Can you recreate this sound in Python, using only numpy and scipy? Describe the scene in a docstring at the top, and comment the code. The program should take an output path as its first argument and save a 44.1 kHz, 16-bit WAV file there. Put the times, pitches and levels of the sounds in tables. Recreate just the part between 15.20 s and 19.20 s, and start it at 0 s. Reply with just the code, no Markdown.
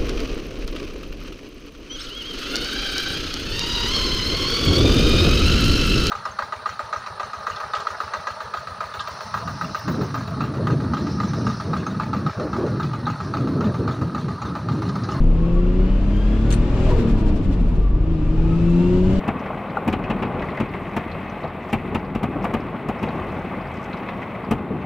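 """Inside a turbocharged six-cylinder car, a pair of microphones behind the front seats.
The engine pulls up through one gear over road rumble, drive-line boom and accessory whine; at 1.3 s
something loose rattles. At 1.7 s the throttle closes for the shift: the compressor surges in a slowing
flutter of puffs over a sinking hoot, and the engine burbles as the revs fall.
From 2.7 s it pulls again in the next gear."""
import sys
import numpy as np
from scipy import signal
from scipy.fft import rfft, irfft
from scipy.io import wavfile
from scipy.ndimage import uniform_filter1d, minimum_filter1d

SR = 44100
rng = np.random.default_rng(int(sys.argv[2]) if len(sys.argv) > 2 else 0)


def log_audio(samples):
    """Write samples as a 16-bit WAV file to the path given in sys.argv[1]."""
    # one column per channel
    frames = np.atleast_2d(samples).T
    # limit to full scale, then quantise
    limited = np.clip(frames, -1, 1)
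    pcm = np.round(limited * 32767).astype(np.int16)
    wavfile.write(sys.argv[1], SR, pcm)


N = 176400
TIME = np.arange(N) / SR


# Crank speed: time_s, speed_rpm
CRANK_SPEED = [(0.0, 3212), (0.25, 3376), (0.5, 3615), (0.75, 3876), (1.0, 4140), (1.25, 4458), (1.5, 4847),
               (1.68, 5048), (1.85, 4600), (2.0, 4274), (2.25, 3804), (2.5, 3308), (2.7, 2910), (2.9, 3289),
               (3.02, 3057), (3.25, 3262), (3.5, 3416), (4.0, 3842)]
# Strongest engine notes: order (multiple of the four-stroke cycle rate; 6 is the firing rate)
DRONE_ORDERS = (6, 9, 12, 18)
# Their balance in the cabin: time_s, order6_db, order9_db, order12_db, order18_db
DRONE_LEVELS = [(0, -23, -34.5, -33.5, -50.5), (0.3, -22, -37, -31, -36), (0.6, -24, -31, -25, -44),
                (0.8, -25, -33, -55.5, -48), (1.2, -27, -34, -39.5, -49), (1.6, -30, -35.5, -59, -51.5),
                (1.73, -35, -26, -32, -56.5), (1.83, -21, -34, -29, -61), (2.1, -29.5, -31, -51, -44),
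                (2.5, -29, -31.5, -53, -63.5), (2.75, -32.5, -55, -38, -58), (2.95, -24.5, -43, -29.5, -65),
                (3.1, -27, -43, -28, -48), (3.35, -18.5, -42.5, -27.5, -45), (3.6, -15, -25, -22.5, -42.5),
                (3.8, -17.5, -30.5, -19, -35.5), (4, -16.5, -28, -32, -34.5)]
# Weaker notes from unequal cylinders: order
UNEVEN_ORDERS = (2, 3, 4, 5, 7, 8, 10, 11, 13, 14, 15, 16, 17, 19, 20, 21, 24, 39)
# One base level for each: level_db
UNEVEN_LEVELS = [-34, -30.5, -32.5, -35.5, -40, -40.5, -44, -52.5, -46, -49, -50.5, -56, -58, -52, -62,
                 -53.5, -61, -61]
# Their shared rise and fall: time_s, gain_db
UNEVEN_GAIN = [(0, -8), (.4, -6), (.9, -1), (1.3, 1.5), (1.65, 4), (1.95, 0), (2.4, -9), (2.8, -0.5),
               (3.2, -4), (4, -2)]

def engine(crank_hz, drone_trim_db=-1, burble_depth=0.4):
    """Firing notes and weaker ones between; with the throttle shut, uneven firing makes them burble."""
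    cycle_hz, notes = crank_hz / 2, np.zeros(N)
    for column, order in enumerate(DRONE_ORDERS, start=1):
        level_db = drone_trim_db + curve(DRONE_LEVELS, column) + 1.5 * wander(hz=14)
        notes += amp(level_db) * tone(order * cycle_hz)
    uneven_db = curve(UNEVEN_GAIN)
    for order, base_db in zip(UNEVEN_ORDERS, UNEVEN_LEVELS):
        notes += amp(base_db + uneven_db + 3.5 * wander(hz=8.7)) * tone(order * cycle_hz)
    overrun = swell(at_s=2.3, width_s=0.54)
    return notes * (1 + burble_depth * overrun * wander(hz=34.4))


# Rough gulps as the compressor first stalls: peak_s, width_s, pitch_hz, level_db
GULPS = [(1.694, 0.021, 610, -29), (1.723, 0.023, 967, -32.5)]

def compressor_stall(sag_per_s=1.5):
    """The compressor gulps with a sagging pitch, and trapped boost spills back in a whoosh."""
    gulps = np.zeros(N)
    for peak_s, width_s, pitch_hz, level_db in GULPS:
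        sagging_hz = pitch_hz * np.exp(-sag_per_s * np.clip(TIME - peak_s, -.5, .5))
        rough_note = unit(tone(sagging_hz) + noise_band(sagging_hz, width_hz=200))
        gulps += amp(level_db) * swell(peak_s, width_s) * rough_note
    spill = noise_band(np.full(N, 400), width_hz=140)
    return gulps + amp(-28.5) * swell(at_s=1.78, width_s=0.077) * spill


# Surge puffs, heard from inside the car: peak_s, hiss_db, hoot_db
PUFFS = [(1.707, -42, -25), (1.798, -41, -31), (1.901, -43.5, -40), (1.995, -45, -37.5),
         (2.081, -45.5, -26.5), (2.167, -47, -23.5), (2.248, -48.5, -23.5), (2.332, -45.5, -31.5),
         (2.409, -52, -28), (2.486, -51.5, -35), (2.558, -51.5, -42.5), (2.63, -56, -34),
         (2.70, -58.5, -42.5)]
# Colour of a puff: frequency_hz, density_db
PUFF_COLOUR = [(400, 2.5), (1000, -1), (1800, 3), (2800, -1), (4000, -1.5), (5200, -5.5), (6200, -9.5),
               (7500, -9.5), (9800, -19.5), (11000, -22.5), (16000, -31)]
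# The hoot sinks as the compressor slows: time_s, pitch_hz
HOOT_PITCH = [(1.7, 488), (1.85, 440), (2.0, 369.8), (2.15, 294.1), (2.3, 271.6), (2.5, 239.4),
              (2.75, 215.9)]

def compressor_surge(hoot_lag_s=0.038, shrink_per_s=0.67):
    """Each surge spits air back through the compressor, then the intake pipe hoots."""
    air, pipe = np.zeros((2, N))
    turbulence = amp(wander(hz=90))
    for peak_s, hiss_db, hoot_db in PUFFS:
        shrink = np.exp(-shrink_per_s * (peak_s - PUFFS[0][0]))
        air += amp(hiss_db) * swell(peak_s, width_s=0.033 * shrink) * turbulence
        pipe += amp(hoot_db) * swell(peak_s + hoot_lag_s, width_s=0.021 * shrink)
    return air * noise(PUFF_COLOUR) + pipe * noise_band(curve(HOOT_PITCH), width_hz=55)


# Mechanical roar from up front: frequency_hz, density_db
ROAR_COLOUR = [(100, -4), (300, 4.5), (520, 2.5), (800, -5), (1150, -2.5), (1500, -9.5), (2050, -13.5),
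               (2600, -11), (3300, -17.5), (4200, -23), (5500, -27), (8000, -47), (11000, -52),
               (16000, -67.5)]
# Its level in the cabin: time_s, level_db
ROAR_LEVEL = [(0, -41), (.6, -36.5), (1.2, -35.5), (1.48, -34.5), (1.68, -31), (1.9, -34.5), (2.2, -38),
              (2.5, -40.5), (2.72, -42), (2.83, -42), (2.92, -39.5), (3.4, -37.5), (4, -34)]
# Air rushing through the intake: frequency_hz, density_db
INTAKE_COLOUR = [(600, -23), (1700, 0), (2800, 2.5), (4000, -2), (5400, -7.5), (6200, -9), (7500, -9),
                 (9500, -21.5), (11000, -27.5), (16000, -34.5)]
# Its level in the cabin: time_s, level_db
INTAKE_LEVEL = [(0, -57), (.6, -57), (1.15, -50.5), (1.5, -49.5), (1.645, -43.5), (1.75, -49), (2, -57),
                (2.4, -58), (2.6, -59.5), (2.72, -69), (2.83, -62), (2.9, -60), (3.1, -56.5), (3.6, -49),
                (4, -46)]

def engine_roar(crank_hz):
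    """Mechanical noise and intake air throb slightly with each firing and each four-stroke cycle."""
    firing, cycle = tone(3 * crank_hz), tone(crank_hz / 2)
    throb = unit(1 + 0.0176 * firing + 0.033 * cycle)
    machinery = amp(curve(ROAR_LEVEL) + 0.47 * wander(hz=13)) * noise(ROAR_COLOUR)
    intake = amp(curve(INTAKE_LEVEL)) * noise(INTAKE_COLOUR)
    return throb * (machinery + intake)


# Drive-line boom in the cabin: time_s, pitch_hz, fundamental_db, octave_db
BOOM = [(0, 31.84, -22.5, -41.5), (.4, 36.06, -19, -44.5), (.8, 41.53, -17.5, -35),
        (1.25, 45.52, -18, -37.5), (1.6, 51.9, -23.5, -37.5), (2.1, 49.95, -29, -38.5),
        (2.4, 44.75, -20, -28.5), (2.7, 46, -16, -37), (3, 48.45, -33, -45), (4, 50.05, -34, -43.5)]

def drive_line():
    """The drive line booms on a deep, wavering note and its octave."""
    pitch_hz = curve(BOOM)
    boom = amp(curve(BOOM, column=2)) * tone(pitch_hz) + amp(curve(BOOM, column=3)) * tone(2 * pitch_hz)
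    return amp(1.5 * wander(hz=15)) * boom


# Road rumble all around the microphones: frequency_hz, density_db
ROAD_COLOUR = [(8, -22), (18, -4.5), (30, 3.5), (45, -12.5), (62, -12), (100, -12), (150, -18.5),
               (250, -19), (400, -27), (600, -34.5), (1000, -43.5), (3000, -92.5)]
# Its rise and fall: time_s, level_db
ROAD_LEVEL = [(0, -16.5), (.6, -22.5), (1.3, -24), (1.8, -16.5), (2.2, -18.5), (2.55, -18.5), (3, -21.5),
              (3.25, -18), (3.55, -20.5), (3.8, -16), (4, -15.5)]

def road():
    """Tyres and body rumble over the road."""
    return amp(curve(ROAD_LEVEL)) * noise(ROAD_COLOUR)


# Something loose in the cabin: start_s, level_db, ring_hz
RATTLE = [(1.3046, -30.5, 4270), (1.3095, -33, 3440), (1.314, -31.5, 3510), (1.3244, -27, 6530),
          (1.329, -30.5, 6700), (1.335, -30, 1930), (1.3401, -30.5, 8870), (1.344, -41, 8300),
          (1.347, -40.5, 9600), (1.366, -48, 3400)]
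# Faint ticks of the trim: start_s, level_db, ring_hz
TRIM_TICKS = [(0.039, -53, 6600), (0.231, -59, 4500), (.345, -54, 6950), (.537, -56, 4500),
              (.655, -57, 9000), (.965, -52, 7000), (3.05, -58.5, 6935), (3.5, -47, 7000),
              (3.91, -52, 8987)]
# Colour of their cracks: frequency_hz, density_db
CLICK_COLOUR = [(500, -9.5), (1200, 3), (1900, 0.5), (2400, 3.5), (3400, -1), (4300, -1), (5200, -7.5),
                (6500, -1), (7700, -2.5), (9100, -5), (11000, -16.5), (16000, -22.5)]

def rattle(rise_s=.0004, crack_s=.004, ring_s=.003, tail_s=.016, gain_db=1):
    """Loose parts click dryly: a crack, a very short ring and a trace of cabin tail."""
    crack_power, ring = np.zeros(N), np.zeros((2, N))
    for start_s, level_db, ring_hz in RATTLE + TRIM_TICKS:
        age = np.maximum(TIME - start_s, 0)
        onset = amp(level_db) * (1 - np.exp(-age / rise_s))
        decay = np.exp(-age / crack_s) + amp(-26) * np.exp(-age / tail_s)
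        crack_power += (onset * decay) ** 2
        ring += onset * np.exp(-age / ring_s) * np.sin(2 * np.pi * (ring_hz * age + rng.random((2, 1))))
    return amp(gain_db) * (np.sqrt(crack_power) * noise(CLICK_COLOUR) + ring)


# Panels around the cabin: peak_s, width_s, crank_multiple, level_db
PANELS = [(0.31, 0.16, 19.4, -43.5), (2.03, 0.093, 13.5, -42), (3.248, 0.1, 15.6, -44.5),
          (3.722, 0.14, 15.6, -40.5)]

def singing_panels(crank_hz):
    """Panels sing briefly as the revs pass."""
    return sum(amp(level_db) * swell(peak_s, width_s) * whine(multiple * crank_hz, width_hz=56)
               for peak_s, width_s, multiple, level_db in PANELS)


# Thin whine from the engine bay: time_s, fundamental_db, octave_db
ACCESSORY_LEVELS = [(0, -54.5, -62), (.5, -58, -63), (.7, -61, -55), (.88, -73, -61.5), (.98, -49.5, -50),
                    (1.12, -50, -54), (1.24, -58, -60), (1.6, -58.5, -70), (2.45, -61.5, -72),
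                    (2.68, -47.5, -69.5), (2.85, -56, -73), (3.05, -56.5, -68), (3.3, -46.5, -55),
                    (3.6, -54.5, -52.5), (4, -57, -54.5)]

def accessories(crank_hz, cycles_per_turn=23.15, width_hz=70, fall_db=11.5):
    """Belt-driven accessories whine with the revs; harmonics above the octave fall away."""
    pitch_hz = cycles_per_turn * crank_hz
    overtones = sum(amp(-fall_db * (k - 2)) * whine(k * pitch_hz, k * width_hz) for k in (2, 3, 4))
    fundamental = amp(curve(ACCESSORY_LEVELS)) * whine(pitch_hz, width_hz)
    return fundamental + amp(curve(ACCESSORY_LEVELS, column=2)) * overtones


# Upper band of the turbo whistle, far in the background: peak_s, pitch_hz, rise_hz_per_s, level_db
WHISTLES = [(.94, 10000, 3100, -74), (3.4, 8300, 4100, -78.5), (3.36, 9600, 5000, -74.5),
            (1.2, 6600, 2700, -73)]

def turbo_whistle(width_hz=650, lower_ratio=0.61):
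    """As boost builds the turbo whistles in two rising bands, the lower one louder."""
    whistle = np.zeros(N)
    for peak_s, pitch_hz, rise_hz_per_s, level_db in WHISTLES:
        rising_hz = pitch_hz + rise_hz_per_s * (TIME - peak_s)
        lower = amp(4.5) * noise_band(lower_ratio * rising_hz, width_hz)
        upper = noise_band(rising_hz, width_hz)
        whistle += amp(level_db) * swell(peak_s, width_s=.15) * (upper + lower)
    return whistle


def cabin(direct, echo_db=-11, gap_s=.003, decay_s=.014):
    """Glass and trim close to the microphones reflect, lightly combing the middle and treble."""
    t = np.arange(round(.06 * SR)) / SR
    echoes = rng.standard_normal((2, len(t))) * np.exp(-t / decay_s) * (t > gap_s)
    echoes /= np.linalg.norm(echoes, axis=1, keepdims=True)
    echoes = signal.sosfilt(signal.butter(2, 900, "highpass", fs=SR, output="sos"), echoes)
    return direct + amp(echo_db) * signal.fftconvolve(direct, echoes, axes=1)[:, :N]


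# How alike the two microphones hear noise: frequency_hz, correlation
MIC_LIKENESS = [(30, .988), (120, .98), (300, .99), (500, .94), (1000, .64), (2000, .66), (4000, .27),
                (8000, -.1), (14000, -.25)]

def noise(colour):
    """Coloured noise of rms one across the pair, alike in the bass and diffuse in the treble."""
    hz = np.fft.rfftfreq(N, 1 / SR)
    left, independent = rfft(rng.standard_normal((2, N)))
    likeness = spectrum(MIC_LIKENESS, hz)
    right = likeness * left + np.sqrt(1 - likeness ** 2) * independent
    return unit(irfft(np.array([left, right]) * amp(spectrum(colour, hz)), N))


def amp(db):
    """Decibels to gain."""
    return 10 ** (np.asarray(db) / 20)


def unit(x):
    """Scales to an rms of one."""
    return x / np.sqrt(np.mean(abs(x) ** 2) + 1e-20)


def curve(table, column=1):
    """One column of a time table, for every sample."""
    table = np.array(table)
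    return np.interp(TIME, table[:, 0], table[:, column])


def spectrum(table, hz):
    """Reads a frequency table on a log axis."""
    table_hz, value = np.transpose(table)
    return np.interp(np.log(hz + 1), np.log(table_hz + 1), value)


def wander(hz):
    """Random drift of rms one, up to the given rate."""
    f = np.fft.rfftfreq(N, 1 / SR)
    return unit(irfft(rfft(rng.standard_normal(N)) / (1 + (f / hz) ** 4), N))


def swell(at_s, width_s):
    """A smooth rise and fall about one moment."""
    return np.exp(-((TIME - at_s) / width_s) ** 2)


def phase(hz):
    """Running phase of a pitch curve."""
    return 2 * np.pi * np.cumsum(hz) / SR


def tone(hz):
    """A sine of rms one that follows a pitch curve."""
    return np.sqrt(2) * np.sin(phase(hz) + 2 * np.pi * rng.random())


def noise_band(hz, width_hz):
    """A narrow band of noise that follows a pitch curve."""
    return wander(width_hz / 2) * np.cos(phase(hz)) + wander(width_hz / 2) * np.sin(phase(hz))


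def whine(hz, width_hz, noise_share=.35):
    """A tone with a noisy fringe."""
    return np.sqrt(1 - noise_share) * tone(hz) + np.sqrt(noise_share) * noise_band(hz, width_hz)


def limiter(x, ceiling_db=-6, window_s=0.036):
    """Turns the level down smoothly around the highest peaks."""
    window = round(window_s * SR)
    gain = np.minimum(amp(ceiling_db) / (abs(x).max(axis=0) + 1e-9), 1)
    return x * uniform_filter1d(minimum_filter1d(gain, window), window)


def scene():
    """All sources as heard from behind the front seats."""
    crank_hz = curve(CRANK_SPEED) / 60 * (1 + .002 * wander(hz=10.1))
    motor = engine(crank_hz) + engine_roar(crank_hz)
    flutter = compressor_stall() + compressor_surge()
    body = drive_line() + road() + rattle()
    whines = singing_panels(crank_hz) + accessories(crank_hz) + turbo_whistle()
    return cabin(motor + flutter + body + whines)


# Balance of the microphone pair: frequency_hz, left_minus_right_db
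MIC_BALANCE = [(60, 1), (99, -2.5), (160, 3), (270, 1), (450, 3.5), (740, 3.5), (1220, 1.5), (2010, 4.5),
               (3330, 4.0), (5500, 0.5), (9080, 4.5), (15000, -3)]

def record(dry, left_lag_s=.00002, fade_s=.006, top_hz=15700):
    """Limited peaks, soft ends, a band limit; the left microphone is mostly louder and a touch later."""
    hz = np.fft.rfftfreq(N, 1 / SR)
    lean_db = spectrum(MIC_BALANCE, hz)
    left = amp(lean_db / 2) * np.exp(-2j * np.pi * hz * left_lag_s)
    microphones = np.array([left, amp(-lean_db / 2)]) / (1 + (hz / top_hz) ** 120)
    from_end_s = np.minimum(TIME, TIME[::-1])
    fades = np.sin(np.pi / 2 * np.minimum(from_end_s / fade_s, 1)) ** 2
    return irfft(rfft(limiter(dry) * fades) * microphones, N)


dry = scene()
out = record(dry)
log_audio(out)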